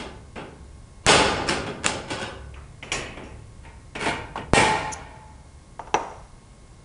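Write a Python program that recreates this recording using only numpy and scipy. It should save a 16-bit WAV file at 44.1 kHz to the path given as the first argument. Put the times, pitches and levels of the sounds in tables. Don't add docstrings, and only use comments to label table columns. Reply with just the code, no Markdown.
import sys
import numpy as np
from scipy import signal
from scipy.fft import rfft, irfft
from scipy.io import wavfile

SR = 44100
rng = np.random.default_rng(int(sys.argv[2]) if len(sys.argv) > 2 else 0)


def inscribe(sig):
    pcm = np.round(np.clip(np.atleast_2d(sig).T, -1, 1) * 32767)
    wavfile.write(sys.argv[1], SR, pcm.astype(np.int16))


N = 302016

# pitch_hz, density [dB per Hz]
AIR_SPECTRUM = [(12, -46), (20, -7), (49, -5), (128, -10.5), (158, -14), (267, -20.5), (439, -25),
                (585, -25.5), (780, -28.5), (866, -27), (1500, -35.5), (2110, -35.5), (2340, -39),
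                (4270, -39), (10400, -39), (13500, -89), (22000, -120)]
# pitch_hz, level_db
STEADY_TONES = [(1082, -68.5), (1588, -76.5), (2159, -72.5)]
# pitch_hz, width_hz, relative level_db
WOBBLE_MODES = [(67.6, 3.6, 7), (108.3, 5.5, 0.5), (144.8, 11, -7.5)]
# start_s, level_db
HAND_BENDS = [(0.0, -45), (1.07, -41), (2.3, -42), (3.17, -42.5), (4.04, -37.5)]
AIR_DB = -47
WOBBLE_RISE_S, WOBBLE_FADE_DB_PER_S = 0.04, 11
EDGE_HZ = 10550

# pitch_hz, density [dB per Hz]
SHEET_SPECTRUM = [(29, -36), (50, -11), (228, -4.5), (326, -3.5), (357, -4), (522, -5), (610, -6),
                  (834, -6), (1330, -7.5), (1490, -5), (2850, -8.5), (5820, -17), (8510, -18.5),
                  (10400, -26), (13500, -75), (22000, -120)]
# pitch_hz, t60_s
SHEET_RING = [(80, 2.45), (210, 1.41), (560, 1.43), (1470, 1.166), (3000, 0.86), (5000, 0.83),
              (10000, 0.55)]
# pitch_hz, width_hz, relative level_db,
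# t60_s (before the same ring factor)
PANEL_MODES = [(274, 18, -19, 1.45), (428, 21.5, 1, 0.67), (535, 13, -7, 0.7), (636, 9.2, -3.5, 1.1),
               (798.6, 21, -0.5, 1.04), (866.4, 13.6, 1.5, 1.35), (1063, 11, -6.5, 1.15),
               (1218, 23, -14.5, 0.82), (1840, 14, -7, 1.15), (2064, 38, -12, 0.92), (2350, 13, 0, 0.24),
               (2704, 5.2, -4, 0.73), (3090, 5.5, -9.5, 0.9), (3310, 24, -8.5, 0.78), (4580, 38, -10, 0.28),
               (5400, 40, -20, .55), (8160, 30, -14.5, 0.58)]
# pitch_hz, width_hz, height_db
GRIP_ACROSS_PEAKS = [(260, 16, -3), (396, 74, 4), (547, 35, 6), (634, 89, -1), (840, 110, 2.5),
                     (1200, 26, 8), (1470, 133, 2.5), (1846, 180, -7), (2200, 41, 1.5), (2740, 200, 1.5),
                     (3320, 240, 3.5), (3870, 39, -6), (4610, 46, 6.5), (5225, 130, 5), (6140, 240, -2.5),
                     (7100, 140, 2), (8980, 130, 9)]
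# pitch_hz, width_hz, height_db
GRIP_ABOVE_PEAKS = [(154, 21, 5.5), (450, 71, 6), (694, 49, 8.5), (920, 103, 11), (1030, 55, 1),
                    (1260, 130, 0.5), (1420, 160, 3.5), (1866, 25, 12), (2360, 340, 8.5), (2700, 82, -2),
                    (2860, 100, 8), (6500, 1200, -2), (8700, 1300, 4), (9660, 130, 11)]
REGRIP_S = 3.5
CLEAR_MODES_DB = -16.5

# start_s, shiver level_db, softness_db
PANEL_BUMPS = [(0.0, -32, 2.5), (0.357, -34, 12), (0.378, -36, 14), (1.665, -31, 7), (2.103, -28, -2),
               (2.218, -48, 13), (3.173, -35, 22), (3.952, -30.5, 5), (4.041, -35, -12), (4.0592, -21, 3.5),
               (4.375, -29.5, 12)]
BUMP_BUILD_S, BUMP_CRACK_DB, BUMP_CRACK_HZ = 0.001, -9, 3000
BUMP_BASS_DB, BASS_PER_SOFTNESS = 6, 0.31
RING_ACROSS, RING_ABOVE = 0.51, 0.3

# start_s, end_s, level_db, treble_db
BLADE_SCRAPES = [(1.035, 1.07, -46, -14), (1.465, 1.495, -31, -1), (1.83, 1.863, -30, -1),
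                 (2.075, 2.142, -36, -6), (2.178, 2.231, -33.5, -3), (3.628, 3.666, -49.5, -9),
                 (3.99, 4.044, -29.5, -4), (4.06, 4.104, -30, -3.5)]

# start_s, shiver level_db, build_up_s, bass_db,
# treble_db, clear modes re shiver [dB], crack level_db, kick level_db, push_s
FULL_CUTS = [(1.065, -10, 0.018, -0.5, 2, -16, -8.5, -9, 0.002),
             (4.5343, -16, 0.022, -11.5, 7, -7.5, -31, 6, 0.00046)]
CUT_RING, CUT_CRACK_HZ = 0.98, 7440
KICK_LAG_S = 0.00087

# start_s, shiver level_db, brightness_db, crack pitch_hz, crack t60_s
STEEL_SNAPS = [(1.489, -22, 0.5, 5400, 0.024), (1.4952, -29, 8.5, 2830, 0.013),
               (1.8439, -26.5, -4, 6940, 0.018), (1.8634, -27, 13.5, 7060, 0.0046),
               (4.563, -16.5, -9, 8500, 0.006)]
# pitch_hz, level re the crack [dB], t60_s
RIB_CLACK_MODES = [(1100, -5, 0.012), (2650, -4, 0.012)]
SNAP_BUILD_S, SNAP_BASS_DB, SNAP_RING = 0.0029, 6, 0.59
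SNAP_CRACK_DB, CRACK_PER_BRIGHTNESS = 4, 1.32
SNAP_RING_DB, SNAP_GRIT_DB = 2, -1.5

# start_s, ring level_db, treble_db,
# tick level_db (a further factor of two lifts the tick)
CLICKS = [(2.54, -50, -14, -44.5), (2.8262, -38.5, -8.5, -33), (2.9176, -23.5, 4.5, -20.5),
          (3.171, -60, -12, -40.5), (3.234, -48.5, -3, -50), (3.652, -54, -24, -51),
          (3.951, -35.5, -13, -33)]
# start_s, level_db, pitch_hz, t60_s
RIB_KNOCKS = [(2.56, -46, 1190, 0.47), (4.356, -23, 1020, 0.11)]
# pitch_hz, density [dB per Hz]
JAW_SPECTRUM = [(100, -2), (450, -0.5), (800, -3), (1350, -9.5), (1800, -7.5), (2200, -3.5), (2600, -2),
                (3200, -10.5), (3900, -14.5), (5000, -12), (5750, -11), (6600, -10), (8500, -17.5),
                (10000, -24)]
# pitch_hz, t60_s
JAW_RING = [(200, 1), (2300, 0.76), (6000, 0.33), (10000, 0.35)]
# pitch_hz, width_hz, height_db
JAW_RESONANCES = [(1890, 14, 11), (2010, 33, 5.8), (3000, 40, 6.4), (5610, 120, 11), (6750, 78, 5.3),
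                  (7250, 74, 8), (9300, 60, 5), (9980, 190, 17)]

# start_s, clank level_db, treble_db, ring level_db (before its early swell)
LANDINGS = [(5.794, -23.5, -13, -41.5), (5.873, -39.5, 2, -47.5), (5.9423, -10.5, 5.5, -28),
            (5.9472, -7, -12.5, -28.5)]
# pitch_hz, relative level_db, t60_s
OFFCUT_MODES = [(560, -20, 0.059), (730, -10, 0.069), (900, 4, 0.041), (1100, -10, 0.017),
                (1480, 0.5, 0.0084), (2090, -13, 0.032), (2660, -4.5, 0.011), (3000, -5.5, 0.0066),
                (3780, -18, 0.016), (5870, -14, 0.021), (6300, -22, 0.022)]
# pitch_hz, density [dB per Hz]
AFTER_SPECTRUM = [(100, -18), (280, -10.5), (450, -5.5), (720, -5), (880, -1), (1150, -10), (1700, -19.5),
                  (2800, -29.5), (4700, -38.5), (5950, -35), (7000, -39), (10000, -47)]
# pitch_hz, t60_s
AFTER_RING = [(200, 0.51), (900, 0.71), (2000, 0.71), (6000, 0.8)]
# pitch_hz, width_hz, height_db
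AFTER_RESONANCES = [(1010, 30, -4), (2720, 88, 8), (5820, 130, 12), (6562, 125, 5), (8700, 270, 3)]

T = np.arange(round(1.5 * SR)) / SR
HZ = np.fft.rfftfreq(len(T), 1 / SR)


def amp(db):
    return 10 ** (np.asarray(db) / 20)


def unit(x):
    return x / np.sqrt(np.mean(x ** 2) + 1e-20)


def read(points, hz):
    f, value = np.transpose(points)
    return np.interp(np.log(hz + 1), np.log(f + 1), value)


def add(mix, s, sound):
    part = mix[max(round(s * SR), 0):][:len(sound)]
    part += sound[:len(part)]


def treble(hz, corner_hz=3800):
    return hz ** 4 / (hz ** 4 + corner_hz ** 4)


def bass(hz, corner_hz=520):
    return corner_hz ** 4 / (hz ** 4 + corner_hz ** 4)


def peaks_db(peaks, hz):
    return sum(db / (1 + (2 * (hz - f) / width) ** 2) for f, width, db in peaks)


def uneven(ripple_db=3.0, treble_ripple_db=-0.3, spacing_hz=50):
    knots = rng.standard_normal(4096)
    depth_db = ripple_db + treble_ripple_db * treble(HZ)
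    depth_db = depth_db * (1 - bass(HZ, corner_hz=1100))
    return depth_db * np.interp(HZ, spacing_hz * np.arange(len(knots)), knots)


def crowd(colour_db):
    phases = np.exp(2j * np.pi * rng.random(len(HZ)))
    return unit(irfft(amp(colour_db) * (HZ < EDGE_HZ) * phases))


def fade(t60):
    return np.exp(-np.log(1000) * T / t60)


def die_away(x, t60s, factor=1):
    hz, t, z = signal.stft(x, SR, nperseg=512)
    t60 = np.maximum(factor * read(t60s, hz), .01)[:, None]
    return signal.istft(z * amp(-60 * t / t60), SR, nperseg=512)[1][:len(x)]


def mode(hz, t60, phase=0):
    return fade(t60) * np.sin(2 * np.pi * hz * T + phase)


def wobble_level(t):
    power = np.zeros(len(t))
    for s, db in HAND_BENDS:
        age = np.maximum(t - s, 0)
        rise = 1 - np.exp(-age / WOBBLE_RISE_S)
        power += (rise * amp(db - WOBBLE_FADE_DB_PER_S * age)) ** 2
    return np.sqrt(power)


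def background():
    t, hz = np.arange(N) / SR, np.fft.rfftfreq(N, 1 / SR)
    air_shape = amp(read(AIR_SPECTRUM, hz)) * (hz < EDGE_HZ)
    air = unit(irfft(rfft(rng.standard_normal(N)) * air_shape, N))
    tones = sum(amp(db) * np.sqrt(2) * np.sin(2 * np.pi * (f * t + rng.random()))
                for f, db in STEADY_TONES)
    low_modes = sum(amp(db) / (1 + (2 * (hz - f) / width) ** 2) for f, width, db in WOBBLE_MODES)
    wobble = unit(irfft(rfft(rng.standard_normal(N)) * low_modes, N))
    return amp(AIR_DB) * air + tones + wobble_level(t) * wobble


def sheet_colour(s):
    grip = GRIP_ACROSS_PEAKS if s < REGRIP_S else GRIP_ABOVE_PEAKS
    return read(SHEET_SPECTRUM, HZ) + peaks_db(grip, HZ) + uneven()


def clear_modes(ring):
    total = np.zeros(len(T))
    for hz, width, db, t60 in PANEL_MODES:
        cluster = crowd(-20 * np.log10(1 + (2 * (HZ - hz) / width) ** 4))
        total += amp(db) * cluster * fade(t60 * ring)
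    return total


def rattle(depth=0.19, grain_hz=600, settle_s=0.12):
    knots = rng.standard_normal(4096)
    flutter = np.interp(T * grain_hz, np.arange(len(knots)), knots)
    return 1 + depth * flutter * np.exp(-T / settle_s)


def shiver(s, build, bass_db, treble_db, ring, modes_db):
    colour = sheet_colour(s) + bass_db * bass(HZ) + treble_db * treble(HZ)
    dense = rattle() * die_away(crowd(colour), SHEET_RING, ring)
    return (1 - np.exp(-T / build)) * (dense + amp(modes_db) * clear_modes(ring))


def crack(high_hz, low_hz=1700, t60=0.0078, high_db=-2, grit_db=-1, grit_s=0.00097):
    grit = amp(grit_db) * crowd(-4 * treble(HZ)) * np.exp(-T / grit_s)
    return grit - mode(low_hz, t60) - amp(high_db) * mode(high_hz, t60)


def blows():
    out = np.zeros(N)
    for s, db, soft_db in PANEL_BUMPS:
        ring = RING_ACROSS if s < REGRIP_S else RING_ABOVE
        bass_db = BUMP_BASS_DB + BASS_PER_SOFTNESS * soft_db
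        sheet = shiver(s, BUMP_BUILD_S, bass_db, -soft_db, ring, CLEAR_MODES_DB)
        add(out, s, amp(db) * (sheet + amp(BUMP_CRACK_DB) * crack(BUMP_CRACK_HZ)))
    for s, db, build, bass_db, treble_db, modes_db, crack_db, _, _ in FULL_CUTS:
        sheet = shiver(s, build, bass_db, treble_db, CUT_RING, modes_db)
        add(out, s, amp(db) * sheet + amp(crack_db) * crack(CUT_CRACK_HZ))
    for s, db, bright_db, crack_hz, crack_t60 in STEEL_SNAPS:
        sheet = shiver(s, SNAP_BUILD_S, SNAP_BASS_DB, bright_db, SNAP_RING, CLEAR_MODES_DB)
        steel = crack(crack_hz, t60=crack_t60, high_db=SNAP_RING_DB, grit_db=SNAP_GRIT_DB)
        steel = steel + sum(amp(level) * mode(hz, t60) for hz, level, t60 in RIB_CLACK_MODES)
        crack_db = SNAP_CRACK_DB + CRACK_PER_BRIGHTNESS * bright_db
        add(out, s, amp(db) * (sheet + amp(crack_db) * steel))
    return out


def scrapes(slips_per_s=1300, dry_db=-8, dry_treble_db=4, ring=0.55, press_s=0.016):
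    out = np.zeros(N)
    for start, end, db, treble_db in BLADE_SCRAPES:
        stroke = T < end - start
        sizes = rng.exponential(1, len(T)) * rng.choice([-1, 1], len(T))
        sizes = sizes * np.minimum(T / press_s, 1)
        slips = stroke * sizes * (rng.random(len(T)) < slips_per_s / SR)
        colour = sheet_colour(start) + treble_db * treble(HZ)
        direct = irfft(rfft(slips) * amp(colour + dry_treble_db * treble(HZ))) * stroke
        sheet_ring = die_away(crowd(colour), SHEET_RING, ring)
        shaken = signal.fftconvolve(slips, sheet_ring)[:len(T)]
        sound = unit(shaken) + amp(dry_db) * unit(direct)
        add(out, start, amp(db) * sound / np.std(sound[stroke]))
    return out


def kicks(swing_hz=78, swing_t60=0.0097, swing_db=-6):
    out = np.zeros(N)
    for s, *_, db, push in FULL_CUTS:
        u = T / push
        puff = -2 * (1 - u) * np.exp(-u) * (1 - np.exp(-4 * u))
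        swing = (1 - np.exp(-u)) * mode(swing_hz, swing_t60)
        add(out, s + KICK_LAG_S, amp(db) * (puff + amp(swing_db) * swing))
    return out


def jaws(tick_hz=2600, tick_width_hz=650, tick_t60=0.043, rise=0.0017):
    out = np.zeros(N)
    onset = 1 - np.exp(-T / rise)
    for s, db, treble_db, tick_db in CLICKS:
        colour = read(JAW_SPECTRUM, HZ) + peaks_db(JAW_RESONANCES, HZ) + uneven()
        ring = die_away(crowd(colour + treble_db * treble(HZ)), JAW_RING)
        tick_band = -20 * np.log10(1 + ((HZ - tick_hz) / tick_width_hz) ** 4)
        tick = crowd(tick_band) * fade(tick_t60)
        add(out, s, onset * (amp(db) * ring + 2 * amp(tick_db) * tick))
    for s, db, hz, t60 in RIB_KNOCKS:
        body = crowd(-10 * np.log10(1 + ((HZ - hz) / 130) ** 2) - 6 * treble(HZ))
        add(out, s, amp(db) * onset * body * fade(t60))
    return out


def squeak(s=4.918, length=0.024, db=-30, hz=6450, width_hz=700, upper_hz=9800, upper_db=-13,
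           rasp_db=-24, tail=0.26):
    out = np.zeros(N)
    main_band = 1 / (1 + ((HZ - hz) / width_hz) ** 4)
    upper_band = amp(upper_db) / (1 + ((HZ - upper_hz) / width_hz) ** 4)
    stroke = np.sin(np.pi * np.minimum(T / length, 1) ** 2.1)
    colour = 20 * np.log10(main_band + upper_band + amp(rasp_db))
    rasp = crowd(colour) * rattle(depth=0.35, grain_hz=746)
    add(out, s, amp(db) * rasp * (stroke + tail * np.exp(-T / 0.033)))
    return out


def offcut():
    out = np.zeros(N)
    for s, db, treble_db, ring_db in LANDINGS:
        clank = sum(amp(level + treble_db * treble(hz, corner_hz=1900)) * mode(hz, t60)
                    for hz, level, t60 in OFFCUT_MODES)
        colour = read(AFTER_SPECTRUM, HZ) + peaks_db(AFTER_RESONANCES, HZ) + uneven()
        early_swell = (1 - np.exp(-T / 0.00065)) * (1 + 2.0 * np.exp(-T / 0.01))
        after = die_away(crowd(colour), AFTER_RING) * early_swell
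        add(out, s, amp(ring_db) * after - amp(db) * clank * (1 - np.exp(-T / 0.00038)))
    return out


def scene():
    return (background() + blows() + scrapes() + kicks() + jaws() + squeak() + offcut())[None]


def record(dry):
    rounded = dry / (1 + (dry / .85) ** 6) ** (1 / 6)
    band_limit = signal.firwin(511, EDGE_HZ, window=("kaiser", 8), fs=SR)[None]
    return signal.oaconvolve(rounded, band_limit, "same")


dry = scene()
out = record(dry)
inscribe(out)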